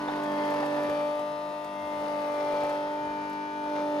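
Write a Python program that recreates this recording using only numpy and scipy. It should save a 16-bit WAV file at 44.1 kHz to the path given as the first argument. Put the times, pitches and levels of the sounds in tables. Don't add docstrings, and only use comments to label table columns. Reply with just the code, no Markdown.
import sys
import numpy as np
from scipy.fft import rfft, irfft, next_fast_len
from scipy.io import wavfile
from scipy.ndimage import uniform_filter1d, map_coordinates

SR = 44100
rng = np.random.default_rng(int(sys.argv[2]) if len(sys.argv) > 2 else 0)


def put_to_file(sound):
    columns = np.atleast_2d(sound).T
    safe = np.clip(columns, -1, 1)
    whole_steps = np.round(safe * 32767)
    wavfile.write(sys.argv[1], SR, whole_steps.astype(np.int16))


N = 176400

BLADES = 6
IDLE_HZ, FULL_LOAD_HZ = 49.8, 49.15
# (frequency [Hz], left over right [dB])
STEREO_PAN = [(200, 0), (450, 1.5), (1000, 0), (1350, 0), (2000, -1.5), (3100, 6.5), (4000, 6.5), (5600, 8),
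              (7500, 0)]
# (frequency [Hz], offset [rad])
STEREO_PHASE = [(100, 0.02), (450, 0.73), (1000, 1.15), (1400, 1.27), (1850, 2), (2400, 1.2), (3500, .3),
                (8000, 1.5)]


def amp(db):
    return 10 ** (np.asarray(db) / 20)


def unit(x):
    return x / np.sqrt(np.mean(x ** 2) + 1e-20)


def along(points, hz):
    freqs, values = np.transpose(points)
    return np.interp(np.log(hz + 1), np.log(freqs + 1), values)


def curves(rows):
    times, *columns = np.transpose(rows)
    return [np.interp(np.arange(N) / SR, times, column) for column in columns]


def wobble(per_s):
    coarse = np.arange(0, N + 128, 128)
    knots = rng.standard_normal(1024)
    return np.interp(np.arange(N), coarse, map_coordinates(knots, [coarse * per_s / SR], mode="mirror"))


def filtered(x, response):
    size = next_fast_len(N + SR // 2)
    return irfft(rfft(x, size) * response(np.fft.rfftfreq(size, 1 / SR)), size)[..., :N]


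def pan_gains(pan_db, lead):
    gains = amp(np.array([pan_db, -pan_db]).reshape(2, -1) / 2)
    phases = np.array([lead, -lead]).reshape(2, -1) / 2
    return gains / np.sqrt(np.mean(gains ** 2, axis=0)) * np.exp(1j * phases)


def placed(hz):
    return pan_gains(along(STEREO_PAN, hz), along(STEREO_PHASE, hz))


def rush(spectrum):
    # (frequency [Hz], coherence [0-1])
    coherence = [(60, 0.52), (200, 0.96), (500, 0.99), (1000, 0.95), (1400, 1), (1900, 1), (2600, 0.21),
                 (4000, 0.53), (7000, 1), (10000, 0.72)]

    def response(hz):
        width = np.arccos(np.clip(along(coherence, hz), -1, 1)) / 2
        return amp(along(spectrum, hz)) * np.array([np.cos(width), np.sin(width)])
    mid, side = filtered(rng.standard_normal((2, N)), response)
    return unit(filtered(np.array([mid + side, mid - side]), placed))


def tone(phase, db, gains):
    phase = (phase % (2 * np.pi)).astype(np.float32)
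    return np.sqrt(2) * amp(db) * (gains.real * np.cos(phase) - gains.imag * np.sin(phase))


def add(track, start_s, sound):
    part = track[..., round(start_s * SR):][..., :sound.shape[-1]]
    part += sound[..., :part.shape[-1]]


def blade_drone(angle):
    # (time [s], levels of harmonics 1-4 [dB], left over right of 2 and 3 [dB])
    swells = [(0, -37.1, -41.0, -42.0, -46.7, -7.7, 0.4), (0.15, -35.7, -40.3, -39.1, -46.2, -12.2, 1.9),
              (0.3, -35.1, -33.9, -36.3, -45.1, -5.8, 5.8), (0.52, -35.3, -32.2, -32.9, -47.0, -8.1, 8.2),
              (0.72, -35.0, -31.9, -41.9, -43.2, -8.1, 4.5), (0.85, -35.7, -30.3, -40.5, -42.8, -0.9, 1.8),
              (1.03, -40.4, -29.1, -36.5, -42.8, 0.8, 15.3), (1.3, -44.9, -34.5, -38.9, -43.1, 1.5, 11.7),
              (1.7, -47.4, -40.3, -40.6, -47.0, 3.4, 6.9), (2.05, -40.2, -34.8, -35.7, -43.9, -1.6, 16.0),
              (2.35, -41.4, -32.2, -35.8, -41.9, -1.6, 10.8), (2.62, -40.7, -30.1, -32.4, -49.7, 0.7, 5.6),
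              (2.8, -41.2, -33.5, -35.9, -52.3, -2.6, 3.8), (3.05, -40.0, -39.4, -34.3, -50.6, -5.7, 4.2),
              (3.3, -40.6, -46.7, -35.9, -50.3, -10.9, 5.1), (3.52, -42.0, -46.7, -36.2, -50.1, -11.1, 4.1),
              (3.76, -36.0, -33.6, -33.6, -52.3, -3.9, 4.8), (4, -34.3, -31.0, -36.3, -48.5, -4.3, 7.3)]
    trims = [-0.12, 0, -0.63, -0]
    leads = [0.21, -0.23, 0.74, 1.7]
    *levels, pan2, pan3 = curves(swells)
    pans_db = [0, pan2, pan3, 11]
    out = np.zeros((2, N))
    for k in range(4):
        phase = (k + 1) * BLADES * angle + 0.37 * k * wobble(1.99)
        flutter_db = .45 * wobble(25.15)
        out -= tone(phase, levels[k] + trims[k] + flutter_db, pan_gains(pans_db[k], leads[k]))
    return out


def rotor_buzz(angle, load):
    # (shaft multiple, idle level [dB], full-load level [dB])
    rotor_tones = [(3, -59, -57), (4, -65, -62.5), (5, -55, -57.5), (7, -61.5, -56.5), (8, -55.5, -63.5),
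                   (9, -58, -47.5), (10, -61, -48.5), (11, -56.5, -47), (13, -61, -52.5), (15, -65, -52.5),
                   (16, -57.5, -50), (17, -52.5, -47), (22, -67, -53), (25, -59, -61.5), (26, -63.5, -48.5),
                   (28, -61, -58), (30, -58.5, -52), (32, -80, -65), (34, -63, -57), (36, -62, -56.5),
                   (38, -55.5, -57), (40, -65, -70), (42, -63.5, -58.5), (48, -64, -56.5)]
    motor_multiples = [14, 20]
    # (time [s], level of the first [dB], level of the second [dB])
    motor_levels = [(0, -48, -48), (1.3, -48, -50), (1.95, -47, -45.5), (2.25, -46.5, -60),
                    (2.55, -47, -49.5), (3.15, -52, -49), (3.45, -57, -50.5), (3.75, -50, -50.5),
                    (4, -50, -50.5)]
    # (frequency [Hz], level [dB])
    fine_buzz = [(1000, -75), (1500, -90), (2500, -74), (3500, -79.5), (5000, -84), (6300, -89.5),
                 (7400, -102)]
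    # (start [s], end [s], shaft multiple, level [dB], left over right [dB], left phase lead [rad])
    whines = [(-.2, 1.15, 3, -53.5, 0, .3), (-.2, 1.15, 5, -52, 0, .3), (-.2, .98, 8, -48, 1, .7),
              (-.2, .92, 20, -44.5, 2, .4), (-.2, .62, 22, -48.5, 1, .6), (-.1, .3, 30, -47, 1, 1.1),
              (.1, .7, 96, -65, 1, .1), (.19, 1, 36, -47.5, -2, 1.7), (.22, .55, 66, -57, 9, .1),
              (.29, .57, 42, -50, -2, -1.5), (.75, 1.12, 48, -55, -5, 1.1), (.8, 1.2, 66, -61, 14, .7),
              (.88, 1.22, 90, -62, 12, -.2), (1, 1.6, 78, -66, 0, .7), (1, 2.1, 72, -66, 2, .4),
              (1.15, 1.75, 38, -58.5, 9, -1.3), (1.15, 1.9, 54, -62, 4, .7),
              (1.72, 2.55, 42, -55, -1, -1.2), (2.25, 2.75, 48, -55.5, 7, -.2), (2.3, 4.2, 8, -49.5, 2, .6),
              (2.65, 3.86, 30, -48.5, 8, 2.7), (2.9, 3.9, 48, -58, 2, -.1), (3, 3.7, 38, -55, -4, 2.6),
              (3, 3.75, 34, -57.5, 11, 2.5), (3.09, 3.6, 46, -61, 1, -.9), (3.62, 4.1, 72, -62.5, 3, .5)]
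    even_db, blade_db, load_db, wander_db = 6, 4.5, 3.5, 6.5
    scatter_db, scatter_rad, whine_fade_s = 8.5, 0.81, .085
    out, t = np.zeros((2, N)), np.arange(N) / SR
    strong = {round(k): levels for k, *levels in rotor_tones}
    motor = dict(zip(motor_multiples, curves(motor_levels)))
    shaken = angle + .003 * wobble(40)
    for k in range(3, 150):
        drift, start_phase, path = wobble(4.5), rng.uniform(0, 2 * np.pi), rng.standard_normal(2)
        hz, high = k * IDLE_HZ, k >= 5 * BLADES
        if k in motor:
            db = motor[k] + drift
        elif k in strong:
            idle_db, loaded_db = strong[k]
            db = idle_db + (loaded_db - idle_db) * load + 2 * drift - 1
        elif k % BLADES == 0 and not high:
            continue
        else:
            db = along(fine_buzz, hz) + even_db * (k % 2 == 0) + blade_db * (k % BLADES == 0)
            db = db + load_db * (load - .5) + wander_db * np.tanh(drift)
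        pan = along(STEREO_PAN, hz) + high * scatter_db * path[0]
        lead = along(STEREO_PHASE, hz) + high * scatter_rad * path[1]
        for begin, end, multiple, whine_db, whine_pan, whine_lead in whines:
            if multiple == k:
                fade = np.clip(np.minimum(t - begin, end - t) / whine_fade_s, 0, 1)
                db = db + fade * (whine_db + 1 + drift - db)
                pan = pan + fade * (whine_pan - pan)
                lead = lead + fade * (whine_lead - lead)
        out += tone(k * shaken + start_phase + 0.32 * wobble(5.95), db, pan_gains(pan, lead))
    return out


def hum(hz=202.7, trim_db=-2.5, wander_db=2.5):
    # (time [s], level [dB])
    swells = [(0.0, -44.5), (0.09, -47.5), (1.45, -59), (2.04, -47.5), (2.85, -64), (3.23, -49), (3.9, -55),
              (4.0, -52)]
    level_db, = curves(swells)
    phase = 2 * np.pi * hz * np.arange(N) / SR + 0.3 * wobble(8.14)
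    return tone(phase, level_db + trim_db + wander_db * wobble(5.0), placed(hz))


def shredding(angle, load):
    # (time [s], level [dB])
    bites = [(0, -42.5), (.12, -40.5), (.3, -41), (.5, -40.5), (.86, -42), (1.0, -46), (1.3, -63),
             (1.75, -62), (2.0, -47.5), (2.25, -44), (2.4, -42.5), (2.62, -41), (2.8, -49), (3.1, -51),
             (3.55, -65), (3.76, -41), (3.87, -55.5), (4, -41)]
    # (frequency [Hz], level [dB])
    husk_colour = [(60, -50), (200, -4.5), (330, -2), (450, 2), (570, -0.5), (720, 3.5), (880, 0),
                   (1050, 2), (1250, -4.5), (1500, -3.5), (1900, -3.5), (2500, -11), (3500, -15.5),
                   (5200, -19.5), (7000, -29.5), (10000, -85), (15000, -68)]
    # (frequency [Hz], level [dB])
    hiss_colour = [(1500, -14), (3500, 11.5), (5200, 10), (7500, -14), (15000, -40)]
    # (frequency [Hz], level [dB])
    fizz_colour = [(4000, -25), (7000, -7), (10000, -.5), (12000, -7.5), (15000, -9)]
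    # (time [s], level [dB])
    fizz_swells = [(0, -63), (.55, -60), (.85, -60), (1.4, -65), (1.7, -65), (2, -62), (2.6, -61.5),
                   (2.9, -65.5), (3.5, -68), (3.8, -63.5), (4, -63.5)]
    (chew_db,), (fizz_db,) = curves(bites), curves(fizz_swells)
    pulses = unit(1 + 0.13 * np.cos(angle) + .23 * np.cos(BLADES * angle))
    lumps_db = 1.3 * wobble(16)
    grit_db = 3 * np.tanh(wobble(110))
    torn = amp(chew_db + lumps_db + grit_db) * rush(husk_colour)
    hiss = amp(-66.75 + 6.5 * load + 2.4 * wobble(120)) * rush(hiss_colour)
    fizz = amp(fizz_db + 0.5 * wobble(270)) * rush(fizz_colour)
    return pulses * (torn + hiss + fizz)


def air(level_db=-49):
    # (frequency [Hz], level [dB])
    colour = [(28, -37), (45, -4), (120, -9), (200, 0), (300, -3.5), (420, -3), (600, 3), (760, -8),
              (900, -1), (1400, -6), (1800, -9), (2500, -12.5), (4000, -25), (5500, -24.5), (7500, -30),
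              (10000, -84), (15000, -72)]
    return amp(level_db + 1.3 * wobble(23.9)) * rush(colour)


def husk_knocks(trim_db=-8, rise_s=0.00033, blur_rad=.15):
    # (time [s], level [dB], pitch of the ring [ratio])
    hits = [(.084, -25, 1.06), (.63, -28, 1.04), (.778, -31, 1), (.885, -29.5, .63), (1.192, -32, .92),
            (1.644, -38, 1), (2.04, -38, .9), (2.534, -32, .72), (2.634, -29, .85)]
    # (frequency [Hz], level [dB], t60 [s])
    modes = [(456, 0, 0.063), (590, -25, 0.055), (781, 9, 0.11), (903, 9, 0.062), (905, 0, 0.12),
             (1240, -18, .06), (1693, -0.5, 0.035), (2090, -7, 0.1), (3370, -3, 0.044)]
    out, t = np.zeros((2, N)), np.arange(SR // 5) / SR
    attack = 1 - np.exp(-t / rise_s)
    for start_s, hit_db, pitch in hits:
        ring = np.zeros((2, len(t)))
        for hz, mode_db, t60 in modes:
            blur = rng.uniform(0, 2 * np.pi) + blur_rad * np.cumsum(rng.standard_normal(len(t)))
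            phase = 2 * np.pi * pitch * hz * t + uniform_filter1d(blur, size=40)
            ring += tone(phase, mode_db + rng.normal(0, 2.4) - 60 * t / t60, placed(pitch * hz))
        add(out, start_s, amp(hit_db + trim_db) * ring * attack / 2)
    return out


def fibre_snaps(load, snap_t60_s=.055, rise_s=.001, crackle_t60_s=.025, full_load_per_s=110):
    # (time [s], level [dB])
    snaps = [(.234, -48), (.451, -50.5), (.502, -49), (.657, -48.5), (.831, -47.5), (.897, -50),
             (1.192, -50), (1.644, -49.5), (2.634, -48), (2.693, -46.5), (3.296, -50), (3.329, -52)]
    # (frequency [Hz], level [dB])
    colour = [(500, -17), (2500, 3), (5000, 2), (9000, 0), (15000, -2)]
    envelope, t = np.zeros(N), np.arange(SR // 8) / SR
    attack = 1 - np.exp(-t / rise_s)
    for start_s, db in snaps:
        add(envelope, start_s, amp(db - 60 * t / snap_t60_s) * attack)
    noise = rush(colour)
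    for when, chance, softness in rng.random((round(full_load_per_s * N / SR), 3)):
        if chance < load[int(when * N)]:
            crackle_db = -65 - 2.2 * np.log(softness + .05)
            add(envelope, when * N / SR, amp(crackle_db - 60 * t / crackle_t60_s))
    return envelope * noise


def nut_bumps(peak_hz=84, fall_per_s=7, width_s=.04):
    # (time [s], level [dB])
    thuds = [(1.841, -57), (1.991, -57), (2.199, -63), (2.48, -67), (3.077, -55), (3.22, -63)]
    out, t = np.zeros((2, N)), np.arange(-SR // 8, SR // 8) / SR
    phase = 2 * np.pi * np.cumsum(peak_hz * np.exp(-fall_per_s * t)) / SR
    swell = np.exp(-.5 * (t / width_s) ** 2)
    for peak_s, db in thuds:
        add(out, peak_s + t[0], swell * tone(phase + rng.uniform(0, 2 * np.pi), db, placed(peak_hz)))
    return out


def scene():
    # (time [s], speed [turns/s])
    shaft_speed = [(0, 49.61), (0.2, 49.52), (0.5, 49.23), (0.65, 49.16), (0.95, 49.25), (1.25, 49.62),
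                   (1.5, 49.77), (1.75, 49.82), (2.05, 49.4), (2.3, 49.26), (2.62, 49.0), (2.78, 49.25),
                   (2.92, 49.5), (3.1, 49.67), (3.5, 49.76), (3.68, 49.59), (3.82, 49.42), (4, 49.35)]
    speed, = curves(shaft_speed)
    angle = 2 * np.pi * np.cumsum(speed) / SR
    load = np.clip((IDLE_HZ - speed) / (IDLE_HZ - FULL_LOAD_HZ), 0, 1)
    bed = blade_drone(angle) + rotor_buzz(angle, load) + hum() + shredding(angle, load) + air()
    return bed + husk_knocks() + fibre_snaps(load) + nut_bumps()


def record(dry):
    return filtered(dry, lambda hz: hz < 15300)


dry = scene()
out = record(dry)
put_to_file(out)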